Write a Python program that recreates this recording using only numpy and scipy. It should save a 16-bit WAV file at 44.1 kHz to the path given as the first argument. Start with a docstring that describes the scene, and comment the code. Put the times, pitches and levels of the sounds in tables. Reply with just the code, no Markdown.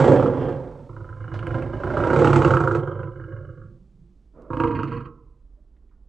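"""A leopard's roars at night

Three calls, a little to the right: a hoarse roar dies away; a long growl swells into a roar and ends in a soft moan;
a huff leads into a short, tearing snarl with a smooth, fading noise tail. Slack vocal folds slap some 20-36 times
a second: slaps and turbulence excite the resonances of chest, throat and mouth; hard closures add snaps and spray.
Wall and rocky ground add echoes and a scattered tail; dry ticks, a faint tone, a low rumble and faint hiss join in."""
import sys
import numpy as np
from scipy import signal
from scipy.fft import rfft, irfft, next_fast_len
from scipy.io import wavfile
from scipy.ndimage import uniform_filter1d, map_coordinates

SR = 44100
rng = np.random.default_rng(int(sys.argv[2]) if len(sys.argv) > 2 else 0)


def to_wav(sig):
    """Store sig (one row per channel, or 1-D mono) as 16-bit WAV at the path in sys.argv[1].

    Samples outside -1..1 are clipped; the rate is SR.
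    """
    pcm = np.clip(np.atleast_2d(sig), -1, 1) * 32767
    pcm = np.round(pcm).astype(np.int16)
    wavfile.write(sys.argv[1], SR, pcm.T)  # frames by channels


N = 268153
TIME = np.arange(N) / SR

# slaps that crack out above their neighbours:
# (time [s], snap peak level [dB], snap frequency [Hz], spray level [dB])
CRACK_EVENTS = [(.197, -22.5, 1160, -48), (.225, -20.5, 1220, -49), (.259, -23, 1160, -50.5),
                (0.965, -32, 1310, -72), (1.044, -37, 1360, -74), (1.09, -34, 1420, -75),
                (1.127, -35, 1370, -71), (1.241, -34, 1446, -61), (1.279, -34, 1436, -57),
                (1.39, -34, 1390, -36), (1.427, -32, 1250, -50), (1.468, -26, 1490, -36.5),
                (1.506, -35, 1340, -44.5), (1.543, -25, 1452, -44.5), (1.621, -39, 1207, -39.5),
                (1.835, -23.5, 1387, -44), (1.902, -21.5, 1424, -48), (1.969, -19, 1240, -42),
                (2.002, -19.5, 1310, -41.5), (2.037, -17.5, 1300, -36), (2.101, -14, 1406, -40),
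                (2.131, -20.5, 1203, -37.5), (2.161, -18.5, 1300, -37.5), (2.189, -17, 1280, -41),
                (2.245, -10, 1334, -28), (2.272, -11.5, 1320, -25), (2.33, -13.5, 1246, -22),
                (2.359, -11.5, 1250, -26.5), (2.419, -13, 1248, -28.5), (2.447, -11, 1320, -26),
                (2.506, -13.5, 1357, -39), (2.537, -12, 1320, -37), (2.569, -10, 1320, -30.5),
                (2.637, -17.5, 1335, -48.5), (2.674, -12, 1346, -43), (2.711, -17, 1347, -48.5),
                (2.749, -17.5, 1376, -39), (3.031, -30.5, 1410, -48.5), (3.198, -36, 1500, -70),
                (3.239, -37, 1410, -63), (3.32, -38, 1500, -74), (3.364, -38, 1470, -68),
                (4.503, -24.5, 1153, -68), (4.532, -20.5, 1060, -39.5), (4.569, -23, 1130, -38),
                (4.6, -16, 1190, -30), (4.636, -15, 1140, -32), (4.672, -26, 1140, -49.5),
                (4.709, -22, 1130, -48), (4.79, -22, 1300, -45.5), (4.832, -21, 1300, -36),
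                (4.919, -27.5, 1130, -49), (4.974, -28, 1090, -48), (5.006, -30.5, 1256, -54),
                (5.056, -34.5, 1130, -58)]


def amp(db):
    """Level and amplitude: 20 dB is a factor of ten."""
    return 10 ** (np.asarray(db) / 20)


def unit(x):
    """Normalisation: x at a root-mean-square value of 1."""
    return x / np.sqrt(np.mean(x ** 2) + 1e-20)


def along(points, hz):
    """Interpolation of (frequency [Hz], value) points on a logarithmic frequency axis."""
    f, v = np.transpose(points)
    return np.interp(np.log(hz + 1), np.log(f + 1), v)


def curves(rows, t):
    """Linear interpolation of each column after the first, at the times t."""
    s, *cols = np.transpose(rows)
    return [np.interp(t, s, c) for c in cols]


def wobble(rate):
    """Band-limited randomness: a smooth curve through random knots, rate of them a second."""
    return map_coordinates(rng.standard_normal(int(N * rate / SR) + 4), [TIME * rate])


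def coloured(x, gain):
    """Minimum-phase filtering: folding the cepstrum makes the filter with this gain causal."""
    m = 2 * next_fast_len((len(x) + SR // 4) // 2, True)
    log_gain = np.log(np.maximum(gain(np.fft.rfftfreq(m, 1 / SR)), 1e-6))
    cepstrum = irfft(log_gain, m)
    cepstrum[1:m // 2] *= 2
    cepstrum[m // 2 + 1:] = 0
    response = np.exp(rfft(cepstrum))
    return irfft(rfft(x, m) * response, m)[:len(x)]


def shaped(x, spectrum):
    """Spectral shaping: x filtered by (frequency [Hz], gain [dB]) points, at rms 1."""
    return unit(coloured(x, lambda hz: amp(along(spectrum, hz))))


def ring(x, modes):
    """Resonance: x excites a sum of steep-sided peaks, at rms 1."""
    def peak(f, centre, width):
        return 1 / (1 + .5 * ((centre ** 2 - f ** 2) / (f * width + 1)) ** 2) ** 2

    def gain(f):
        return sum(amp(db) * peak(f, centre, width) for centre, width, db in modes)

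    return unit(coloured(x, gain))


def glided(x, modes, tuning):
    """Frequency scaling by a warped clock: all resonances slide by the factor tuning."""
    clock = np.cumsum(np.clip(tuning, .5, 2))
    steps = np.arange(int(clock[-1]) + 1)
    warped = np.interp(steps, clock, x)
    return np.interp(clock, steps, ring(warped, modes))


def even(x):
    """Envelope normalisation: slow swells are levelled, so that later gains set the loudness."""
    power = uniform_filter1d(uniform_filter1d(x ** 2, SR // 12), SR // 12)
    return x / np.sqrt(np.abs(power) + 1e-3)


def night():
    """Filtered noise: a steady low rumble, and a faint broadband hiss, its level falling steadily."""
    # rumble spectrum: (frequency [Hz], relative level [dB])
    rumble_spectrum = [(15, -12.5), (30, 2.5), (50, 2), (63, -7), (88, -23), (300, -23.5), (520, -35.5),
                       (750, -41.5), (1200, -46), (2000, -58), (4000, -68.5), (12000, -73.5)]
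    # hiss spectrum: (frequency [Hz], relative level [dB])
    hiss_spectrum = [(200, -11), (1500, 4), (4000, 2.5), (8500, -3.5), (10000, -12.5), (13000, -15.5)]
    rumble_db, hiss_start_db, hiss_fall_db_per_s = -50.5, -72, 3.0
    rumble = amp(rumble_db) * shaped(rng.standard_normal(N), rumble_spectrum)
    hiss = shaped(rng.standard_normal(N), hiss_spectrum)
    return rumble + amp(hiss_start_db - hiss_fall_db_per_s * TIME) * hiss


def outdoors(x):
    """Reflection and scattering: discrete echoes off ground and wall, then a thin tail from the rocks."""
    # decay of the scattered tail: (frequency [Hz], time to fall 60 dB [s])
    tail_decay = [(100, 0.43), (500, 0.81), (1200, 0.42), (3000, 0.15), (9000, 0.064)]
    # echoes off ground and wall: (delay [s], level [dB])
    reflections = [(.0062, -13), (0.0119, -18.5), (.021, -15)]
    tail_db = -13
    hz, t, z = signal.stft(rng.standard_normal(SR), SR, nperseg=256)
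    fading = z * amp(-60 * t / along(tail_decay, hz)[:, None])
    tail = signal.istft(fading, SR, nperseg=256)[1]
    answer = amp(tail_db) * tail / np.linalg.norm(tail)
    for delay, db in reflections:
        answer[round(delay * SR)] += amp(db)
    return x + signal.fftconvolve(x, answer)[:N]


def hoot(s=5.59, hz=595, db=-64, length=0.015):
    """Tone burst: a faint sinusoid under a Gaussian envelope."""
    return amp(db) * np.exp(-((TIME - s) / length) ** 2) * np.sin(2 * np.pi * hz * TIME)


def ticks():
    """Decaying noise bands: short dry rasps and ticks, each around its own frequency."""
    # (time [s], level [dB], centre [Hz], width [Hz], time to fall 60 dB [s])
    tick_events = [(1.341, -31.5, 670, 1400, 0.043), (1.337, -57, 3195, 3600, 0.33),
                   (4.42, -64, 2655, 5130, 0.017), (5.765, -75, 1927, 1615, 0.055),
                   (5.893, -79.5, 2100, 1606, 0.043), (5.912, -70, 1175, 805, 0.21)]
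    out, t = np.zeros(N + SR), np.arange(SR // 3) / SR
    for s, db, hz, width, t60 in tick_events:
        burst = ring(rng.standard_normal(len(t)), [(hz, width, 0)])
        out[round(s * SR):][:len(t)] += amp(db - 60 * t / t60) * burst
    return out[:N]


def huff():
    """Turbulent flow: air rushes through the throat, starting ahead of the snarl and running on beneath it."""
    # spectrum of the rushing air: (frequency [Hz], relative level [dB])
    huff_spectrum = [(60, -11.5), (150, 0), (400, 3), (600, 3.5), (780, -16.5), (980, -9.5), (1350, -12.5),
                     (1800, -29), (5000, -58), (12000, -58.5)]
    start_s, attack_s, hold_s, release_s, level_db = 4.33, 0.047, 0.48, .04, -48.5
    corners = start_s + np.cumsum([0, attack_s, hold_s, release_s])
    opening = np.interp(TIME, corners, [0, 1, 1, 0])
    return amp(level_db) * opening * shaped(rng.standard_normal(N), huff_spectrum)


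def moan():
    """Frequency modulation: a soft wavering tone through the closed mouth, husky with resonant noise."""
    # (time [s], mean pitch [Hz], level [dB])
    moan_course = [(3.5, 143.9, -62), (3.66, 168.6, -44), (3.72, 194.6, -50), (3.9, 195, -60.5),
                   (4.02, 171, -53), (4.15, 195, -66.5), (4.33, 183, -74.5)]
    tone_db, murk_db = -4, -1  # relative to that level
    pitch, level = curves(moan_course, TIME)
    waver = 1 + .05 * wobble(40)
    tone = np.sqrt(2) * np.sin(2 * np.pi * np.cumsum(pitch * waver) / SR)
    murk = ring(rng.standard_normal(N), [(122.3, 46, 0.5), (195, 48, -2.5), (350, 31, -10.5)])
    sounding = (TIME > moan_course[0][0]) * (TIME < moan_course[-1][0])
    return amp(level) * (amp(tone_db) * tone + amp(murk_db) * murk) * sounding


def noise_tail():
    """Sliding resonance: a smooth, fading noise around 1.1-1.3 kHz, sinking slightly, behind the snarl."""
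    # bands of the tail at its start: (frequency [Hz], width [Hz], relative level [dB])
    tail_modes = [(1090, 117, 3), (1320, 130, 0)]
    start_s, attack_s, level_db, fade_db_per_s, sag_per_s = 4.984, .05, -50.5, 80, 0.15
    age = np.maximum(TIME - start_s, 0)
    noise = glided(rng.standard_normal(N), tail_modes, 1 - sag_per_s * age)
    return amp(level_db - fade_db_per_s * age) * np.minimum(age / attack_s, 1) * noise


def tears():
    """Modulated turbulence: ragged bursts of air excite the high resonances of the throat."""
    # air tearing through the throat: (time [s], length [s], level [dB])
    tear_events = [(4.753, 0.026, -46), (4.788, .026, -49), (4.911, .03, -51), (4.956, 0.035, -51.5),
                   (5.042, .026, -61)]
    # resonances of the throat: (frequency [Hz], width [Hz], relative level [dB])
    tear_modes = [(1920, 400, 2), (2610, 450, 2.5), (3116, 220, -10), (4410, 460, -10.5)]
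    ragged_db, rips_per_s = 5, 260
    rips = amp(ragged_db * wobble(rips_per_s)) * rng.standard_normal(N)
    flow = np.zeros(N)
    for s, length, db in tear_events:
        progress = np.clip((TIME - s) / length, 0, 1)
        flow += amp(db) * np.sqrt(np.abs(np.sin(np.pi * progress)))
    return flow * ring(rips, tear_modes)


def cracks():
    """Impulse excitation: hard closures give a short snap, a ringing mouth and a bright spray of air."""
    # the mouth rings on behind a crack: (frequency [Hz], width [Hz], relative level [dB])
    body_modes = [(980, 180, 2.5), (1300, 230, 1.5), (1576, 120, -2.5)]
    # mean resonances of the spray: (frequency [Hz], width [Hz], relative level [dB])
    spray_modes = [(2150, 770, 5), (2740, 450, 9.5), (4290, 1200, -11.5), (7550, 4300, -23.5)]
    snap_width_hz = 336
    body_db, body_t60_s = -9, 0.046  # level relative to the snap's peak
    rise_s, spray_t60_s = .0007, .024
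    varies_db, varies_share = 3, .04  # spread of the spray's resonances from crack to crack
    out, t = np.zeros(N + SR), np.arange(SR // 10) / SR
    rise = 1 - np.exp(-t / rise_s)
    for s, db, hz, spray_db in CRACK_EVENTS:
        snap = ring(1.0 * (t == 0), [(hz, snap_width_hz, 0)])
        body_noise = ring(rng.standard_normal(len(t)), body_modes)
        body = amp(db + body_db - 60 * t / body_t60_s) * body_noise
        colour = [(f * rng.normal(1, varies_share), width, rng.normal(level, varies_db))
                  for f, width, level in spray_modes]
        spray_noise = ring(rng.standard_normal(len(t)), colour)
        spray = amp(spray_db - 60 * t / spray_t60_s) * spray_noise
        crack = amp(db) * snap / np.abs(snap).max() + rise * (body + spray)
        out[round(s * SR):][:len(t)] += crack
    return out[:N]


def folds(rate, t, scatter_db=2.0):
    """Relaxation oscillation: returns slaps, sharpness of closure, non-cracking slaps and place in the cycle."""
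    # at full force every third slap closes softly: (time [s], depth [0-1])
    soft_thirds = [(2.17, 0), (2.22, 0.5), (2.48, 0.3), (2.52, 0)]
    phase = np.cumsum(curves(rate, t)[0]) / SR
    # the phase is bent so that every crack falls on a closure
    crack_s = [t[0]] + [row[0] for row in CRACK_EVENTS if t[0] < row[0] < t[-1]]
    at_crack = np.interp(crack_s, t, phase)
    phase = np.abs(phase + np.interp(t, crack_s, np.round(at_crack) - at_crack))
    cycle = phase.astype(int)
    size = amp(scatter_db * rng.standard_normal(200))[cycle]
    depth = np.clip(curves(soft_thirds, t)[0], 0, 1)
    sharpness = size * (1 - depth * (np.mod(cycle, 3) == 1))
    plain = ~np.isin(cycle, np.round(at_crack[1:]))
    slaps = unit(size * (np.diff(cycle, prepend=-1) > 0))
    return slaps, sharpness, plain, phase % 1


def bounces(phase, t):
    """Rebound: slack folds close a second time, more lightly, at an uneven place in each cycle."""
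    # (time [s], size against the main slaps [ratio])
    bounce_size = [(2.6, 0), (2.8, .4), (3.2, .65), (3.5, .5), (3.8, .3), (4.58, 0), (4.63, .4), (4.73, .7),
                   (4.85, .3), (5.0, .5)]
    earliest, latest = .3, .7  # share of the cycle
    cycle = np.cumsum(np.diff(phase, prepend=0) < -.5)
    past = phase > rng.uniform(earliest, latest, cycle[-1] + 1)[cycle]
    closures = unit(1.0 * (np.diff(past.astype(int), prepend=0) > 0))
    return curves(bounce_size, t)[0] * closures


def cavity(x, tract, jaw, lo, hi, tuning=1):
    """Source-filter principle: resonances from lo to hi Hz; an opening jaw cross-fades to the open tract."""
    # the tract with the jaw wide open: (frequency [Hz], width [Hz], relative level [dB])
    open_tract = [(99, 60, -12), (138.6, 33, -5), (354.4, 62, -0.5), (451, 56, -6), (528.7, 54, -4),
                  (717, 77, -15), (880, 200, -14.5), (1091, 79, -4.5), (1320, 170, -10), (1542, 170, -15.5),
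                  (1930, 130, -31.5), (3010, 430, -27)]
    slide = tuning * np.ones(len(x))

    def through(modes):
        return glided(x, [mode for mode in modes if lo <= mode[0] < hi], slide)

    return even((1 - jaw) * through(tract) + jaw * through(open_tract))


def call(rate, effort, tract, belly_db, chest_db, throat_db, mouth_db, rasp_db, spray_db, air_db, snap_db,
         push_from_s, push_for_s, rough_start, rough_end, fray_s, rasp_grows, spray_grows,
         brighten_db_per_s, darken_db_per_s):
    """Source-filter voice: slaps and turbulence excite the tract, under control of effort, jaw and flow."""
    # opening of the jaw: (time [s], opening [0-1])
    jaw_course = [(.7, 0.46), (.9, 0.22), (1.1, 0.13), (1.75, 0.01), (2.05, 0.21), (2.22, 0.85),
                  (2.58, 0.79), (3.0, 0.51), (3.2, 0.17)]
    # lips and cheeks slide the mouth's resonances: (time [s], factor)
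    mouth_tuning = [(.7, 1.06), (.88, 0.82), (.97, 0.88), (1.1, 1), (1.3, 1.03), (2.3, 0.98), (2.7, 1.023),
                    (3.05, 0.96), (3.35, 1.03), (3.7, 1.02), (4.5, 1.03), (4.85, 1), (5.05, 1), (5.2, 0.83)]
    # the throat shortens and lengthens: (time [s], mean factor on its resonances)
    throat_tuning = [(.05, 1.006), (.35, 0.98), (.95, 1.02), (1.3, 0.94), (1.6, 1.05), (2.02, 1.04),
                     (2.12, 1.06), (2.2, .99), (2.7, 1.026), (3.1, 1.012), (3.35, 1.014), (3.6, 1),
                     (4.5, 1.07), (4.6, 1.056), (4.7, 0.94), (4.85, 0.97), (5.1, 0.96)]
    # the tongue slides one narrow resonance: (time [s], frequency [Hz], level in the mouth [dB])
    tongue_course = [(0, 912, -1.5), (.15, 873, 3), (.5, 816, -2), (.8, 900, 6), (.95, 944, -5.5),
                     (1.15, 1022, 4.5), (1.28, 1049, 1.5), (1.55, 1025, -1.5), (1.8, 1015, -1.5),
                     (2.08, 962.5, 4), (2.23, 854.6, 0), (2.45, 875, 1.5), (2.7, 980, -5), (3.1, 998, 0),
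                     (3.35, 1114, -9.5), (3.7, 1141, -2), (4.5, 944, 0.5), (4.68, 954, 8.5),
                     (4.8, 942, 2.5), (4.9, 973, -1.5), (5.08, 1130, -3), (5.3, 1076, 2)]
    # duller and brighter snap of a slap: (frequency [Hz], width [Hz], relative level [dB])
    snap_modes = [(1250, 160, 0.5), (1454, 190, -3)]
    # levels above what effort, jaw and flow give: (time [s], level [dB])
    chest_level, throat_level = [(0, -0.5), (.45, -0.5), (.85, -3.5), (1.05, 4), (1.28, 7), (1.53, 6),
                                 (1.7, 3), (2.1, -3.5), (2.27, 3), (2.45, 4), (2.7, -1), (2.78, 0.5),
                                 (3.0, 0.5), (3.35, 2), (3.55, 0.5), (4.55, -1), (4.62, -3), (4.75, 1),
                                 (4.87, 2.5), (4.98, 1.5), (5.05, -2.5), (5.25, -0.5)], [(0, -7), (.08, 2), (.27, 0), (.35, -2.5), (.7, 2),
                                                      (1.35, -3.5), (1.7, 4), (2.12, 1.5), (2.22, 6),
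                                                      (2.32, -0.5), (2.45, 0), (2.85, 2), (3.3, 0),
                                                      (4.56, 0.5), (4.62, 0), (4.72, 2.5), (4.87, 2),
                                                      (5.05, -1)]
    mouth_level, rasp_level = [(.2, -1), (.88, -3), (1.05, -1.5), (1.35, -1), (2.6, -.5), (2.87, -0.5),
                               (3.1, -0.5), (3.25, 1), (3.5, -1.5), (3.63, 3), (4.5, 0.5), (4.64, -1),
                               (4.68, -6.5), (4.8, 3), (4.87, -8), (4.93, 3), (4.99, -2), (5.1, 1),
                               (5.2, -6)], [(.17, 1.5), (.32, -1), (.48, 4), (.7, -16), (.9, -5.5),
                                                    (1.1, -7.5), (1.25, 3), (1.6, 1.5), (2.1, -1),
                                                    (2.45, -1), (2.65, -4.5), (2.83, 2.5), (2.95, 3.5),
                                                    (3.45, 3.5), (4.5, -12), (4.6, -6), (4.7, -1.5),
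                                                    (4.87, -1.5), (5.05, -1.5)]
    # spectrum of the rushing air: (frequency [Hz], relative level [dB])
    air_spectrum = [(30, -25), (60, -5), (140, 7.5), (250, 9), (560, 1), (680, 2.5), (850, -0.5), (1000, 0),
                    (1500, -12), (1800, -13.5), (3000, -25.5), (5000, -33.5), (6500, -39.5), (8400, -41.5),
                    (9600, -53.5), (13000, -60)]
    # spectrum of the bright spray: (frequency [Hz], relative level [dB])
    spray_spectrum = [(1200, -56.5), (1900, 10), (3000, -1), (4000, -2.5), (5300, -9), (8000, -6),
                      (9500, -42), (12500, -32)]

    span = (TIME >= rate[0][0]) & (TIME < effort[-1][0])
    t = TIME[span]
    age = t - t[0]
    force = curves(effort, t)[0] + 16  # dB relative to the effort of a full roar, -16 dB
    jaw = np.clip(curves(jaw_course, t)[0], 0, 1)
    # the share of turbulence drifts with age; a wide open jaw takes some away
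    frayed = rough_end + (rough_start - rough_end) * np.exp(-(age / fray_s) ** 2)
    rough = np.clip(frayed * (1 - 0.068 * jaw), .01, .99)

    # sources: air escapes most just after each slap
    slaps, sharpness, plain, phase = folds(rate, t)
    sharp_slaps = unit(slaps * sharpness)
    open_share, spray_share, rasp_share = 0.94, 0.45, 0.29  # decay of each puff, as a share of the cycle
    gate = 0.4 + sharpness * np.exp(-phase / open_share)  # 0.4 leaks throughout

    def air(opening):
        return unit(opening * rng.standard_normal(len(t)))

    def roughened(pulses, share):
        return np.sqrt(1 - share) * pulses + np.sqrt(share) * air(gate)

    low = roughened(slaps, rough + (1 - rough) * 0.26)
    bounce = bounces(phase, t)
    high = roughened(sharp_slaps + bounce, rough)
    spray = roughened(air(sharpness * np.exp(-phase / spray_share)), rough)

    # a clean closure snaps ahead of the mouth's ringing, now duller, now brighter
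    bright = np.clip(0.84 - 0.36 * jaw + .3 * wobble(22)[span], 0, 1)
    snaps = sharp_slaps * plain + bounce
    lips = curves(mouth_tuning, t)[0]
    dull_snap = glided(snaps * np.sqrt(1 - bright), snap_modes[:1], lips)
    bright_snap = glided(snaps * np.sqrt(bright), snap_modes[1:], lips)
    snap = unit(dull_snap + bright_snap)

    # resonators: chest, throat, mouth, tongue and the rasp above them
    boom = cavity(low, tract, jaw, 0, 200)
    throat_slide = curves(throat_tuning, t)[0] + .022 * wobble(12)[span]
    vowel = cavity(low, tract, jaw, 200, 780, throat_slide)
    rattle = cavity(high, tract, jaw, 780, 1800, lips)
    tongue_hz, tongue_db = curves(tongue_course, t)
    centre_hz, tongue_width_hz = tongue_hz.mean(), 65.4
    tongue_ring = glided(high, [(centre_hz, tongue_width_hz, 0)], tongue_hz / centre_hz)
    tongue = amp(tongue_db) * even(tongue_ring)
    # the rasp flares and falters
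    flare_db, flares_per_s = 3, 90
    flare = amp(flare_db * wobble(flares_per_s)[span])
    rasp_bursts = flare * roughened(air(sharpness * np.exp(-phase / rasp_share)), rough)
    rasp = cavity(rasp_bursts, tract, jaw, 1800, 9000)

    # the rush of air builds up to each push and fades once it is spent
    rise_db_per_s, fade_db_per_s = 21, 24
    before_s = np.maximum(push_from_s - t, 0)
    after_s = np.maximum(t - push_from_s - push_for_s, 0)
    flow_db = -rise_db_per_s * before_s - fade_db_per_s * after_s
    heave = np.interp(t - 0.03, t, force)  # the belly heaves 0.03 s after the effort

    # level laws: dB per dB of effort, dB per dB of flow, dB of a wide open jaw
    belly_gain = belly_db + 0.4 * heave + 0.86 * flow_db - 5 * jaw
    chest_gain = chest_db + 0.72 * force - 0.14 * flow_db + 0.5 * jaw + curves(chest_level, t)[0]
    # as a call ages, its weight shifts between mouth and throat
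    throat_gain = throat_db + force - 2.5 * jaw + darken_db_per_s * age + curves(throat_level, t)[0]
    mouth_gain = mouth_db + 0.94 * force + 2 * jaw - darken_db_per_s * age + curves(mouth_level, t)[0]
    # soft slaps mostly ring the tract; forceful ones spray far into the treble
    rasp_gain = rasp_db + rasp_grows * force + 0.28 * flow_db - 3.5 * jaw
    rasp_gain += brighten_db_per_s * age + curves(rasp_level, t)[0]
    spray_gain = spray_db + spray_grows * force + 9.5 * jaw + brighten_db_per_s * age
    air_gain = air_db + 0.82 * force + flow_db

    voice = amp(belly_gain) * even(ring(low, [(57.4, 36, 0.00076)]))
    voice += amp(chest_gain) * boom
    voice += amp(throat_gain) * vowel
    voice += amp(mouth_gain) * (rattle + tongue + amp(snap_db) * np.sqrt(1 - rough) * snap)
    voice += amp(rasp_gain) * rasp
    voice += amp(spray_gain) * shaped(spray, spray_spectrum)
    voice += amp(air_gain) * shaped(air(gate), air_spectrum)
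    out = np.zeros(N)
    out[span] = voice * np.clip((t[-1] - t) / 0.035, 0, 1)
    return out


def scene():
    """Superposition: three calls and their noises sound outdoors; a level difference places them to the right."""
    # mean slap rate of the vocal folds: (time [s], rate [slaps/s])
    hoarse_rate, long_rate, snarl_rate = [(0, 26.6), (.85, 26.4)], [(.892, 27.2), (1.06, 24.1), (1.18, 26.8),
                                                               (1.35, 26.6), (1.6, 25.4), (1.74, 29.1),
                                                               (2.05, 30), (2.22, 36.5), (2.38, 33.7),
                                                               (2.48, 34.4), (2.66, 27.1), (2.85, 23.5),
                                                               (2.94, 26.4), (3.05, 24), (3.4, 24.1),
                                                               (3.8, 23.4)], [(4.502, 30.4),
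                                                                                  (4.62, 29.2), (4.74, 24),
                                                                                  (4.86, 24.7),
                                                                                  (4.95, 20.5),
                                                                                  (5.05, 23.9),
                                                                                  (5.15, 23.6)]
    # effort of each call: (time [s], effort [dB])
    hoarse_effort, long_effort = [(0, -8.5), (0.05, -9.5), (0.14, -11), (.19, -15), (0.27, -19), (0.3, -22),
                                  (0.5, -22.5), (0.58, -32.5), (0.75, -42.5), (0.9, -43.5)], [(0.88, -39.5), (0.97, -38.5), (1.17, -43),
                                                         (1.3, -37.5), (1.55, -27), (1.7, -34),
                                                         (1.85, -28.5), (2.05, -17.5), (2.25, -14),
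                                                         (2.47, -13.5), (2.62, -19), (2.77, -19.5),
                                                         (2.82, -26), (2.92, -32.5), (3.03, -32),
                                                         (3.13, -41), (3.35, -38), (3.63, -49.5),
                                                         (3.8, -76)]
    snarl_effort = [(4.5, -30), (4.56, -21), (4.61, -18), (4.7, -22.5), (4.83, -27.5), (4.95, -29.5),
                    (5.07, -41), (5.14, -61), (5.23, -64), (5.42, -76.5)]
    # resonances of the tract before jaw and tuning: (frequency [Hz], width [Hz], relative level [dB])
    hoarse_tract, long_tract, snarl_tract = [(121.7, 39, 10), (213.5, 24, 4), (260.6, 40, 4),
                                             (339, 164, -1.5), (512, 80, 3.5), (567, 41, 3),
                                             (870, 200, -22), (1180, 84, -25), (1500, 270, -26),
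                                             (2100, 480, -40), (2713, 210, -31), (3320, 230, -35)], [(110, 36, 13.5), (135, 15, -3.5),
                                                                   (350.4, 74, -4.5), (527, 66, -5.5),
                                                                   (1130, 183, -18), (1355, 95, -6),
                                                                   (1603, 113, -10.5), (2115, 240, -27),
                                                                   (2940, 190, -27.5)], [(117, 51.5, 8),
                                                                                       (141, 50, -12),
                                                                                       (235, 60, -5.5),
                                                                                       (315.5, 108, 1),
                                                                                       (483.7, 53, -0.5),
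                                                                                       (779.3, 170, -31.5),
                                                                                       (1087, 53, 3.5),
                                                                                       (1300, 180, -4.5),
                                                                                       (1590, 125, -9),
                                                                                       (1802, 400, -23.5),
                                                                                       (2100, 360, -19.5),
                                                                                       (2510, 210, -14),
                                                                                       (2870, 290, -17),
                                                                                       (4170, 1100, -34)]
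    # turbulence in the long call before the jaw acts: (share at the start [0-1], share it tends to [0-1])
    long_rough = (.24, .34)
    hoarse = call(
        hoarse_rate, hoarse_effort, hoarse_tract,
        belly_db=-40.5, chest_db=-24.0, throat_db=-18.5, mouth_db=-38,
        rasp_db=-53.0, spray_db=-62.5, air_db=-29.0, snap_db=-2.5,
        push_from_s=0, push_for_s=0.68, rough_start=0.76, rough_end=1.0, fray_s=.5,
        rasp_grows=0.81, spray_grows=2.2, brighten_db_per_s=-2, darken_db_per_s=-1.0)
    long = call(
        long_rate, long_effort, long_tract,
        belly_db=-34.0, chest_db=-25.0, throat_db=-23, mouth_db=-32.5,
        rasp_db=-50.0, spray_db=-52, air_db=-25.5, snap_db=-1,
        push_from_s=1.566, push_for_s=0.71, rough_start=long_rough[0], rough_end=long_rough[1], fray_s=1.3,
        rasp_grows=0.68, spray_grows=2.0, brighten_db_per_s=-1.5, darken_db_per_s=0.73)
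    snarl = call(
        snarl_rate, snarl_effort, snarl_tract,
        belly_db=-37, chest_db=-26.0, throat_db=-23.0, mouth_db=-33.0,
        rasp_db=-44, spray_db=-64.5, air_db=-39.0, snap_db=-11.5,
        push_from_s=4.6, push_for_s=0.03, rough_start=0.03, rough_end=0.6, fray_s=0.23,
        rasp_grows=1.27, spray_grows=1.4, brighten_db_per_s=25.0, darken_db_per_s=-1.0)
    animal = hoarse + long + snarl + cracks() + tears() + noise_tail() + moan() + huff()
    mono = outdoors(animal + ticks() + hoot()) + night()
    return mono * amp([[-2.5], [2]])  # left, right


def record(dry):
    """Saturation and band limiting: the loudest peaks are rounded off, then the top of the band is cut."""
    top_hz = 13000
    rounded = dry / (1 + np.abs(dry / .9) ** 8) ** (1 / 8)
    m = next_fast_len(N + SR // 4)
    passed = np.fft.rfftfreq(m, 1 / SR) < top_hz
    return irfft(rfft(rounded, m) * passed, m)[:, :N]


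dry = scene()
out = record(dry)
to_wav(out)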